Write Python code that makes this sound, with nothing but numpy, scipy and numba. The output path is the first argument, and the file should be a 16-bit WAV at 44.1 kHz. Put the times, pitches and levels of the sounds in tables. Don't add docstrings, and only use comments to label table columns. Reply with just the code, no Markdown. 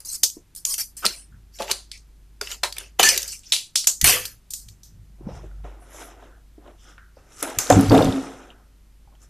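import sys
import numpy as np
from scipy import signal
from scipy.fft import rfft, irfft
from scipy.io import wavfile
from scipy.ndimage import uniform_filter1d
from numba import njit

SR = 44100
rng = np.random.default_rng(int(sys.argv[2]) if len(sys.argv) > 2 else 0)


def elevation(decibels):
    levels = np.asarray(decibels, float)
    return 10 ** (levels / 20)


def to_wav(s):
    ch = np.atleast_2d(s).T
    pcm = np.round(np.clip(ch, -1, 1) * 32767)
    wavfile.write(sys.argv[1], SR, pcm.astype(np.int16))


N = 409688


def evened(x):
    return x / np.sqrt(np.mean(x ** 2) + 1e-20)


def read(points, hz):
    f, value = np.transpose(points)
    return np.interp(np.log(hz + 1), np.log(f + 1), value)


def add(mix, s, sound):
    part = mix[round(s * SR):][:len(sound)]
    part += sound[:len(part)]


def band(x, lo_hz, hi_hz):
    sos = signal.butter(3, [lo_hz, hi_hz], "bandpass", fs=SR, output="sos")
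    return evened(signal.sosfilt(sos, x))


def narrow_band(x, hz, width):
    return band(x, hz * (1 - width / 2), hz * (1 + width / 2))


def resonate(x, hz, width_hz):
    return signal.lfilter(*signal.iirpeak(hz, hz / width_hz, SR), x)


@njit
def ring_out(out, at, size, turn, fade):
    for k in range(len(at)):
        for i in range(min(int(5 / fade[k]), len(out) - at[k])):
            out[at[k] + i] += size[k] * np.exp(-i * fade[k]) * np.sin(i * turn[k])
    return out


def grains(per_s, spread_db, lo_hz, hi_hz, cycles):
    when, pitch, length, luck = rng.random((int(per_s * N / SR), 4)).T
    hz = lo_hz * (hi_hz / lo_hz) ** pitch
    fade = hz / (SR * cycles * (0.048 + 1.8 * length))
    size = elevation(spread_db * np.minimum(-np.log(luck), 4)) * np.sqrt(fade)
    return evened(ring_out(np.zeros(N), (when * N).astype(np.int64), size, 2 * np.pi * hz / SR, fade))


def played(rows, *layers, swell_db=23.5):
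    out, t = np.zeros(N), np.arange(SR) / SR
    for s, rise, db, t60, *colour_db in rows:
        swell = swell_db * np.maximum(1 - t / rise, 0)
        decay = 60 * np.maximum(t - rise, 0) / t60
        ends = np.minimum(t / .002, 1) * np.minimum(5 * (1 - t), 1)
        stroke = elevation(db - swell - decay) * ends
        mix = sum(elevation(off_db + share * sum(colour_db)) * np.resize(bed[round(s * SR):], SR)
                  for bed, off_db, share in layers)
        add(out, s, stroke * mix)
    return out


def struck(rows, sound, samples, **settings):
    out = np.zeros(N)
    for (s, *row), noise in zip(rows, rng.standard_normal((len(rows), samples))):
        add(out, s, sound(*row, noise, **settings))
    return out


def knock(db, hz, t60, noise, tone=1, spread=.7):
    t = np.arange(len(noise)) / SR
    fade = elevation(-60 * t / min(t60, .4)) * (1 - np.exp(-t * hz / .5)) ** 2
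    width_hz = spread * hz
    puff = evened(resonate(resonate(noise, hz, width_hz), hz, width_hz))
    return elevation(db - 3.5) * fade * (tone * np.sin(2 * np.pi * hz * t) + .5 * puff)


def tick(db, hz, noise, ms=1.8):
    t = np.arange(len(noise)) / SR
    shape = (1 - np.exp(-t / .0001)) * np.exp(-t / (ms / 1000))
    burst = .5 * band(noise, 0.4 * hz, min(2.5 * hz, 16500))
    colour = .8 * evened(resonate(noise, hz, 0.083 * hz))
    return elevation(db - 6) * shape * (burst + colour)


def snap(db, hz, body_db, t60, noise, bright_db=0):
    t = np.arange(len(noise)) / SR
    t60 = min(t60, .35)
    rise = 1 - np.exp(-t / 0.00037)
    ring = 0.46 * evened(resonate(noise, hz, .24 * hz)) * elevation(-60 * t / (1.1 * t60))
    top_db = bright_db - 6 - 3.5 * np.log2(10 * t60)
    treble = 0.59 * band(noise, min(0.59 * hz, 4500), 11000) + elevation(top_db) * band(noise, 9800, 19000)
    treble = treble * elevation(-60 * t / t60)
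    body = elevation(body_db + 5.0) * band(noise, 420, 2500) * elevation(-60 * t / (0.93 * t60))
    return elevation(db - 19.5) * rise * (ring + treble + body)


def background():
    # f/Hz, level/dB per Hz
    floor = [(41, -28), (70, -6.5), (107, -11.5), (369, -24), (505, -31.5), (1450, -34), (13700, -41),
             (15000, -53.5)]
    # t/s, level/dB
    hum_level = [(0.0, -60.5), (0.49, -61.5), (0.96, -53.5), (1.27, -50.5), (3.28, -48.5), (3.78, -79),
                 (4.04, -48), (4.45, -57.5), (4.68, -47), (4.79, -55), (5.64, -35.5), (5.85, -49),
                 (7.09, -51.5), (7.4, -61), (7.68, -52), (8.07, -49), (8.23, -54.5), (9.29, -50.5)]
    hz = np.fft.rfftfreq(N, 1 / SR)
    hiss = irfft(rfft(rng.standard_normal(N)) * elevation(read(floor, hz)) * (hz > 70), N)
    rumble = irfft(rfft(rng.standard_normal(N)) * (hz < 40) * (hz > 12), N)
    t = np.arange(N) / SR
    drift_hz = 1.7 * evened(uniform_filter1d(rng.standard_normal(N), 3000))
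    waver = np.cumsum(drift_hz) / SR
    hum = np.sqrt(2) * np.sin(2 * np.pi * (50 * t + waver)) * elevation(np.interp(t, *np.transpose(hum_level)))
    return elevation(-60.5) * evened(hiss) + elevation(-60.0) * evened(rumble) + hum


def table():
    # f/Hz, width/Hz, level/dB
    modes = [(209, 14, -3), (269, 16, 10.5), (164, 19, -4), (430.3, 13, -0.5), (537, 29, -24.5),
             (743, 3.9, -5.5), (1210, 59, -25)]
    # t/s, rise/s, peak level/dB, t60/s
    shakes = [
        (4.038, .004, -36, 0.4),
        (7.697, .004, -14.5, .55),
        (7.766, 0.016, -19, 0.37),
        (7.905, 0.0056, -8, 0.66),
        (8.04, 0.046, -22.5, 0.21),
    ]
    # t/s, rise/s, peak level/dB, t60/s
    heaves = [(1.276, 0.052, -44, 0.41), (4.028, .004, -24.5, 0.27), (4.12, .03, -53.5, 1.2),
              (4.5, 0.21, -51.5, 0.83), (4.85, 0.13, -46, 0.96), (5.2, 0.078, -35, 0.74),
              (5.45, 0.18, -44.5, .3), (7.575, 0.0094, -40, 0.13), (7.701, .008, -21, 0.53),
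              (7.72, 0.052, -22.5, 0.22), (7.84, 0.071, -17, 0.53), (7.98, .12, -23, 0.078)]
    jolts = elevation(1.5 * rng.exponential(1, N)) * (rng.random(N) < 300 / SR) * rng.choice([-1, 1], N)
    boom = sum(elevation(db) * evened(resonate(jolts, hz, width_hz)) for hz, width_hz, db in modes)
    boom = band(boom, 100, 1300)
    steady = boom / np.sqrt(uniform_filter1d(boom ** 2, 2500) + .01)
    noise = rng.standard_normal(N)
    heave = evened(resonate(noise, 104, 3.7)) + 0.76 * evened(resonate(noise, 110, 32))
    heave = evened(heave + 0.81 * band(noise, 49, 190))
    heave = evened(band(heave, 37, 250) + 0.24 * band(noise, 16, 56))
    return played(shakes, (steady, 0, 0)) + played(heaves, (heave, 0, 0))


def band_hisses():
    # t/s, rise/s, peak level/dB, t60/s, centre f/Hz
    hisses = [(0.966, 0.012, -39.5, .1, 8500), (1.116, 0.083, -45, 0.22, 9100),
              (7.88, 0.05, -45.5, .55, 12400), (2.782, 0.0066, -43, 0.22, 9200),
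              (3.873, .01, -20.5, 0.23, 7200), (4.06, 0.076, -24, .25, 2900), (5.27, .11, -60, .15, 5500),
              (5.8, 0.027, -59.5, 0.31, 9900), (5.93, 0.043, -50, 0.16, 6900),
              (5.9, 0.16, -52.5, 0.21, 11000), (5.9, 0.031, -57, .2, 1800), (6.3, 0.038, -58.5, 0.36, 1500),
              (6.79, 0.12, -61, 0.24, 5560), (6.78, 0.125, -61.5, 0.36, 3200), (6.85, 0.063, -57, .2, 1400),
              (7.155, .01, -64.5, .4, 5000), (7.59, .02, -31, 0.3, 6500), (8.2, 0.069, -54, 0.35, 5600),
              (8.2, 0.059, -59, 0.22, 8200), (8.3, 0.12, -55, 0.87, 1400), (1.918, .04, -49, .12, 2300),
              (3.325, .03, -46, 0.043, 2620), (7.703, 0.027, -28, 0.18, 7000), (.66, 0.084, -30, .05, 9300),
              (4.045, .05, -32, 0.26, 1100), (7.72, 0.31, -43, .7, 4500), (1.025, .028, -30, .03, 1326),
              (3.455, .015, -44.5, .1, 5600)]
    noise = rng.standard_normal(N)
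    return sum(played([row], (narrow_band(noise, hz, .25), 0, 0), swell_db=5) for *row, hz in hisses)


def sliding():
    # t/s, rise/s, treble peak level/dB, t60/s, weight/dB
    slides = [(5.18, 0.12, -67.5, 0.36, 23), (5.28, 0.075, -60, 1.2, 6), (5.635, 0.0092, -64, 0.86, 17.5),
              (5.82, 0.2, -47, 0.23, 2.5), (6.0, 0.078, -59.5, 0.65, 7), (6.1, 0.14, -65, 0.53, 13),
              (6.57, 0.11, -65, 0.25, 19), (6.7, 0.14, -58, 0.28, -11.5), (6.83, 0.056, -60, 0.56, 1.5),
              (7.15, 0.028, -65.5, 0.47, 7), (7.2, 0.12, -58.5, 0.16, -1), (7.32, 0.094, -40, 0.032, -11.5),
              (7.42, 0.0083, -32.5, 0.17, 6.5), (7.46, 0.019, -46.5, 1.2, 9.5),
              (7.58, 0.014, -32.5, 0.4, -20.5), (7.66, 0.055, -36, 1.46, 7), (7.895, 0.046, -40, 1.07, 13),
              (9.05, 0.085, -76, 0.77, 12.5), (9.19, 0.038, -54, 0.21, -16.5)]
    treble = grains(3500, 1.2, 5100, 12500, 9)
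    middle = grains(3000, 1.5, 1200, 4000, 6)
    body = grains(900, 1.5, 250, 1200, 4)
    treble = evened(treble + 1.3 * resonate(treble, 6000, 3700))
    middle = band(middle + 1.37 * resonate(middle, 1300, 320), 610, 5900)
    body = band(body + 0.5 * resonate(body, 720, 80), 230, 1100)
    return played(slides, (treble, 0, 0), (middle, 0.7, 0.49), (body, 0, 1))


def bumps():
    # t/s, peak level/dB, ring f/Hz, t60/s
    touches = [(5.287, -23.5, 516, 0.044), (5.35, -17, 76, .1), (5.433, -37, 605, .06),
               (5.513, -39, 1500, 0.017), (5.817, -43.5, 711, 0.091), (5.944, -34, 590, 0.063),
               (6.085, -40, 700, .05), (6.225, -39, 693, 0.063), (7.722, -18.5, 743, 0.073),
               (7.74, -11, 480, 0.065), (7.772, -8, 269, .12), (7.792, -6.5, 209, .1),
               (7.826, -11, 269, 0.11), (7.928, -8.5, 480, 0.052), (7.945, -10, 743, 0.16),
               (7.962, -6.5, 432, 0.17), (7.99, -9, 840, 0.064), (7.996, -4.5, 193, .08),
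               (8.006, -9.5, 522, 0.11), (8.063, -10, 292, 0.059), (8.084, -19, 284, 0.073),
               (8.122, -14.5, 267, 0.22), (9.074, -48.5, 805, 0.077), (9.122, -50, 1060, .05)]
    return struck(touches, knock, 14000)


def chatter():
    # t/s, peak level/dB
    rattling = [
        (7.7238, -15.5),
        (7.9184, -20),
        (7.9493, -23),
        (7.9788, -18),
        (8.0238, -19),
        (8.0536, -23.5),
        (8.086, -34),
        (8.1242, -25.5),
        (8.1612, -34.5),
    ]

    def contact(db, noise):
        high, low = knock(db + 2, 3630, 0.022, noise), knock(db - 6, 2710, 0.022, noise)
        return high + low + tick(db - 8, 7000, noise)

    return struck(rattling, contact, 2000)


def knocks():
    # t/s, peak level/dB, ring f/Hz, t60/s
    blows = [(0.367, -25, 312, 0.047), (1.047, -13.5, 1330, 0.047), (1.603, -21.5, 866, 0.11),
             (2.412, -16, 1437, 0.022), (7.702, -15, 1410, 0.059), (2.995, -1.5, 781, 0.045),
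             (3.051, -21, 1754, 0.33), (3.12, -29, 520.6, 0.31), (4.011, -31.5, 1960, 0.23),
             (5.207, -27.5, 337.3, 0.047), (5.266, -8.5, 197, 0.029), (5.649, -27, 585, 0.053),
             (6.579, -30, 309.3, 0.055), (6.658, -37, 581, 0.053), (6.98, -28.5, 1494, 0.018),
             (7.169, -31, 520.6, 0.033), (7.427, -27, 574, 0.063), (7.586, -20.5, 1260, 0.039),
             (7.702, 3.5, 563, 0.053), (7.769, -20, 699, 0.04), (7.908, 3, 268, 0.031)]
    # t/s, peak level/dB, ring f/Hz, t60/s
    more_blows = [(4.168, -27, 1152, 0.06), (1.05, -22, 431, 0.049), (1.051, -23.5, 201.5, 0.064),
                  (1.602, -31, 257, 0.071), (2.414, -24, 419, 0.059), (2.995, -26, 190, 0.055),
                  (3.756, -34.5, 198.1, 0.023), (4.034, -14.5, 67.94, 0.13), (4.15, -31, 1760, 0.4),
                  (4.131, -27, 501.3, 0.28), (5.44, -31.5, 325, 0.072), (7.704, -6, 743, .16),
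                  (7.81, -12, 214.7, 0.079), (7.897, -13, 4584, 0.016)]
    # t/s, peak level/dB, ring f/Hz, t60/s
    rasps = [
        (1.322, -50, 1465, .3),
        (1.6, -20, 589, .26),
        (6.985, -40, 1500, .39),
        (7.93, -8, 644, 0.41),
        (8.503, -36.5, 3010, 0.05),
    ]
    out = struck(blows, knock, 9000) + struck(more_blows, knock, 9000)
    return out + struck(rasps, knock, 12000, tone=.15, spread=.3)


def clacks():
    # t/s, peak level/dB, ring f/Hz
    edges = [
        (7.427, -7, 10500),
        (7.5002, -25, 8000),
        (7.587, 0.8, 6730),
        (7.7011, -4, 6040),
        (7.8096, -14.5, 11100),
        (8.0455, -18.5, 6200),
    ]
    return struck(edges, tick, 1500)


def shoves():
    # t/s, peak level/dB, pitch f/Hz
    pushes = [
        (3.757, -12.5, 2530),
        (3.8431, -23, 4500),
        (4.254, -13, 4520),
        (7.788, -5, 198),
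        (4.024, -21, 45),
        (7.7665, -1.5, 170.2),
        (7.573, -27.5, 89),
    ]
    out = np.zeros(N)
    for s, db, hz in pushes:
        turn = np.arange(0, 1, hz / SR)
        add(out, s, -elevation(db + 0.5) * np.sin(np.pi * turn) * np.sin(2 * np.pi * turn))
    return out


def falling_bits():
    # t/s, peak level/dB, ring f/Hz
    clicks = [(.0034, -28, 9650), (.5505, -26.5, 9000), (.5616, -27, 9500), (.9684, -27.5, 8330),
              (1.6208, -17.5, 4300), (1.6797, -23, 2380), (1.916, -23, 4450), (1.9757, -39, 6500),
              (2.4723, -21, 2780), (2.5149, -17, 4030), (2.725, -18.5, 4700), (2.7673, -23.5, 2350),
              (2.7826, -18.5, 3430), (3.2293, -13, 6260), (3.278, -19, 7800), (3.327, -29, 2820),
              (3.8427, -16.5, 4370), (4.2541, -19.5, 4130), (4.5062, -23, 8540), (4.5361, -12, 7000),
              (4.6864, -30, 4500), (4.834, -36, 5860)]
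    # t/s, peak level/dB, ring f/Hz, t60/s
    drops = [
        (4.2539, -12, 5340, 0.042),
        (4.505, -15.5, 6900, 0.15),
        (4.5365, -13, 8750, 0.3),
        (4.6828, -31, 7200, 0.24),
        (4.832, -28.5, 5970, 0.28),
    ]
    rattles = [(s, db, hz, -45, t60) for s, db, hz, t60 in drops]
    return struck(clicks, tick, 1500, ms=2.9) + struck(rattles, snap, 12000, bright_db=10)


def springs():
    # t/s, peak level/dB, ring f/Hz, t60/s
    coils = [
        (1.03, -39.5, 2610, 0.066),
        (1.064, -19.5, 4140, 0.21),
        (1.064, -12.5, 8700, 0.026),
        (1.064, -14.5, 10760, 0.034),
        (1.715, -29, 4150, 0.18),
        (3.03, -21, 14200, .15),
        (4.013, -25, 1994, 0.12),
    ]
    return struck(coils, knock, 14000, tone=.5, spread=.06)


def contacts():
    # f/Hz, level/dB, t60/s
    metal = [(2480, -1.5, 0.099), (2980, -4, 0.076), (4400, -5, 0.11), (6060, -2.5, 0.13), (8000, -1, 0.12),
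             (8830, -7, 0.14)]
    out, t = np.zeros(N), np.arange(5000) / SR
    for s in (3.03, 3.089):
        wander = uniform_filter1d(rng.standard_normal((len(metal), len(t))), 150)
        flutter = 1 + 0.27 * evened(wander)
        ring = sum(elevation(db - 60 * t / t60) * f * np.sin(2 * np.pi * hz * t)
                   for (hz, db, t60), f in zip(metal, flutter))
        add(out, s, elevation(-15.5) * ring)
    return out


def squealing():
    # t/s, rise/s, peak level/dB, t60/s, pitch f/Hz
    squeals = [(.088, 0.0066, -26.5, 0.027, 6250), (.088, 0.014, -34.5, .04, 8200),
               (.09, 0.023, -44, 0.056, 4170), (.115, 0.015, -31, .03, 8230), (.128, 0.022, -33, .04, 6900),
               (.14, .012, -32, .04, 7950), (.148, 0.0094, -33.5, .03, 5370), (.66, .04, -30, .05, 6770),
               (.672, 0.053, -48.5, .05, 1090), (.7, 0.016, -32.5, .05, 5250), (.7, .03, -30, .05, 8640),
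               (.7, .02, -45, .05, 3190), (.79, 0.028, -33, 0.067, 5480), (3.035, 0.042, -17, 0.066, 1768),
               (3.05, 0.031, -24, .08, 6060), (8.14, 0.033, -27.5, 0.39, 265.7)]
    noise = rng.standard_normal(N)
    return sum(played([row], (narrow_band(noise, hz, .03), 0, 0), swell_db=5) for *row, hz in squeals)


def pliers():
    # t/s, rise/s, treble peak level/dB, t60/s, bite/dB
    scrapes = [
        (.048, 0.076, -40, .08, -30),
        (.125, 0.036, -37.5, 0.04, -19),
        (.56, 0.02, -43.5, 0.081, -38),
        (.655, 0.089, -34, 0.056, -21),
        (.779, 0.028, -30, 0.1, -10),
        (.968, 0.0081, -44, 0.3, -9.5),
        (4.042, 0.04, -17.5, 0.34, -0.5),
    ]
    # t/s, rise/s, treble peak level/dB, t60/s, bite/dB
    crunches = [(1.02, 0.033, -38, 0.08, 7), (1.048, .008, -28, 0.045, -5), (1.07, .012, -39, 0.37, -2),
                (1.52, 0.036, -47.5, 0.27, -12), (1.584, 0.018, -39, 0.33, 2.5),
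                (1.67, 0.0473, -30, 0.022, 2), (2.414, .005, -39, 0.31, -2.5),
                (2.46, 0.061, -36.5, 0.12, -1.5), (2.72, 0.081, -44.5, 0.27, 0.5),
                (2.989, .008, -16, 0.1, 1), (3.025, .005, -14.5, 0.47, -5), (3.276, .006, -35.5, 0.25, -44),
                (3.44, .065, -48.5, 0.091, -12), (4.24, 0.021, -34.5, 0.066, -34)]
    treble = band(grains(1500, 2.5, 4000, 8000, 16), 4400, 7600)
    top = grains(5400, 3.0, 8000, 22000, 18)
    middle = grains(3800, 3.5, 1500, 4000, 2.3)
    middle = band(middle + resonate(middle, 2900, 900), 1200, 3900)
    body = band(grains(2000, 3.1, 350, 1400, 3.9), 200, 2300)
    skating = played(scrapes, (treble, 0, 0), (top, 4.5, 0), (middle, 0, 1), (body, -11.5, 2.1), swell_db=1.5)
    crushing = played(crunches, (treble, 0, 0), (top, -4, 0), (middle, 0, 1), (body, -5.5, 2.1))
    return skating + crushing


def splinters():
    # t/s, peak level/dB, ring f/Hz
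    slivers = [(1.0322, -34, 2640), (1.066, -6.5, 4500), (1.525, -48, 2610), (1.588, -25, 3920),
               (1.602, -33, 3000), (1.628, -20, 3500), (1.7, -17.5, 3000), (1.7173, -7, 6500),
               (2.7654, -28, 8570), (2.7838, -14.5, 10150), (3.7597, -7, 5760), (8.2, -39.5, 3572),
               (.3, -20.5, 6500), (9.218, -43.5, 6700), (.569, -43, 7000), (0.574, -35, 8000),
               (.581, -37, 7000), (.588, -34, 7500), (3.0898, -3.5, 8000), (3.22, -16, 7160),
               (3.2814, -24, 8000), (3.29, -23, 6000), (3.307, -29, 7000), (3.877, -0.5, 7100),
               (3.899, -11, 7200), (7.67, -22, 3970), (3.163, -11, 4500), (3.3924, -33, 7500),
               (9.152, -43, 3157), (4.6, -36, 6500), (7.79, -24, 13000), (7.9745, -20, 9500),
               (8.019, -28, 13000)]
    return struck(slivers, tick, 1500)


def breaking():
    # t/s, peak level/dB, ring f/Hz
    cracks = [(.2334, -0.5, 6560), (.6517, -5.5, 6870), (.741, -9, 5800), (1.053, -6.5, 5400),
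              (1.0572, -9, 4800), (1.063, -1.5, 4090), (1.7135, -4.5, 4500), (2.4129, -12, 4980),
              (2.6354, -6.5, 4050), (2.996, -3, 3060), (3.031, 0.8, 4060), (3.0888, -0.5, 5300),
              (3.1452, -18.5, 4030), (3.1768, -0.5, 6350), (3.5219, -3.5, 3950), (3.5358, -7, 3540),
              (3.564, -13, 4500), (3.7565, -2.5, 4550), (3.8718, 4, 6870), (4.0137, -1.4, 6870),
              (4.0426, 2.5, 9800)]
    # t/s, peak level/dB, ring f/Hz, body under peak/dB, t60/s
    snaps = [(0.0034, -22.5, 10080, -17, 0.1), (0.2339, 11.5, 6015, -30.5, 0.071),
             (1.7148, -13.5, 4300, -13, 0.31), (1.915, -23.5, 5100, -29, 0.29), (2.633, -1, 4070, -4, 0.13),
             (3.3193, -11, 8193, -48, 0.14), (3.433, -29, 3600, -30, 0.25), (3.5215, 5.5, 3980, -30, 0.23),
             (3.7567, 4, 5300, -47, 0.21), (3.8727, 0, 6470, -21.5, 0.17), (4.0134, -10, 6585, -31, 0.072),
             (7.587, -10, 6800, -11, 0.42)]
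    return struck(cracks, tick, 1500, ms=2.35) + struck(snaps, snap, 12000)


def room(x):
    # f/Hz, t60/s
    decay = [(300, 0.14), (790, 0.22), (2090, 0.1), (5510, 0.24)]
    taps = np.zeros(SR // 2)
    at = np.arange(120, len(taps) - 20, 20)
    taps[at + rng.integers(0, 20, len(at))] = rng.choice([-1., 1.], len(at))
    hz, t, z = signal.stft(taps, SR, nperseg=256)
    tail = signal.istft(z * elevation(-60 * t / read(decay, hz)[:, None]), SR, nperseg=256)[1]
    return signal.oaconvolve(x, tail / np.linalg.norm(tail))[:N]


def patchy(x):
    z = signal.stft(x, SR, nperseg=512, noverlap=384)[2]
    patches = rng.standard_normal(z.shape[::-1])
    patches = uniform_filter1d(uniform_filter1d(patches, size=10, axis=0), size=3, axis=1)
    return signal.istft(z * elevation(3 * evened(patches).T - 1), SR, nperseg=512, noverlap=384)[1][:N]


def gated(x):
    edges_hz = [0, 1200, 2000, 3000, 4000, 5000, 6200, 7600, 9500, 12000, 23000]
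    open_db, knee_db, depth_db = -83, 5, -7.5
    hz, _, z = signal.stft(x, SR, nperseg=512, noverlap=384)
    which = np.searchsorted(edges_hz, hz, "right") - 1
    power = np.array([np.mean(abs(z[which == k]) ** 2, axis=0) for k in range(len(edges_hz) - 1)])
    level_db = 10 * np.log10(abs(uniform_filter1d(power, size=13)) + 1e-20)
    shut = .5 - .5 * np.tanh((level_db - open_db) / knee_db)
    return signal.istft(z * elevation(depth_db * shut)[which], SR, nperseg=512, noverlap=384)[1][:N]


def scene():
    hits = knocks() + clacks() + falling_bits() + contacts() + breaking()
    jaws = pliers()
    echo = elevation(-7.5) * room(hits + jaws)
    near = hits + band_hisses() + sliding() + bumps() + chatter()
    near = near + shoves() + springs() + squealing() + splinters()
    mono = gated(near + patchy(jaws + echo)) + table() + background()
    return np.array([mono, mono])


def top_cut(x):
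    return signal.sosfilt(signal.butter(12, 15690, fs=SR, output="sos"), x)


def record(dry):
    # f/Hz, side minus mid level/dB
    side_level = [(3000, -60), (3900, -45), (4400, -17), (5500, -11), (8000, -8), (14000, -6)]
    low_pass = signal.firwin(401, 14350, window=("kaiser", 9), fs=SR)
    mid = signal.oaconvolve(np.clip(dry[0], -.74, .74), low_pass, "same")
    hz, _, z = signal.stft(mid, SR, nperseg=256)
    chance = np.exp(2j * np.pi * rng.random(z.shape[::-1]).T)
    z = z * elevation(read(side_level, hz))[:, None] * chance
    side = 1.25 * signal.istft(z, SR, nperseg=256)[1][:N]
    side = signal.sosfilt(signal.butter(8, 4100, "highpass", fs=SR, output="sos"), side)
    return top_cut(np.array([mid + side, mid - side]))


dry = scene()
out = record(dry)
to_wav(out)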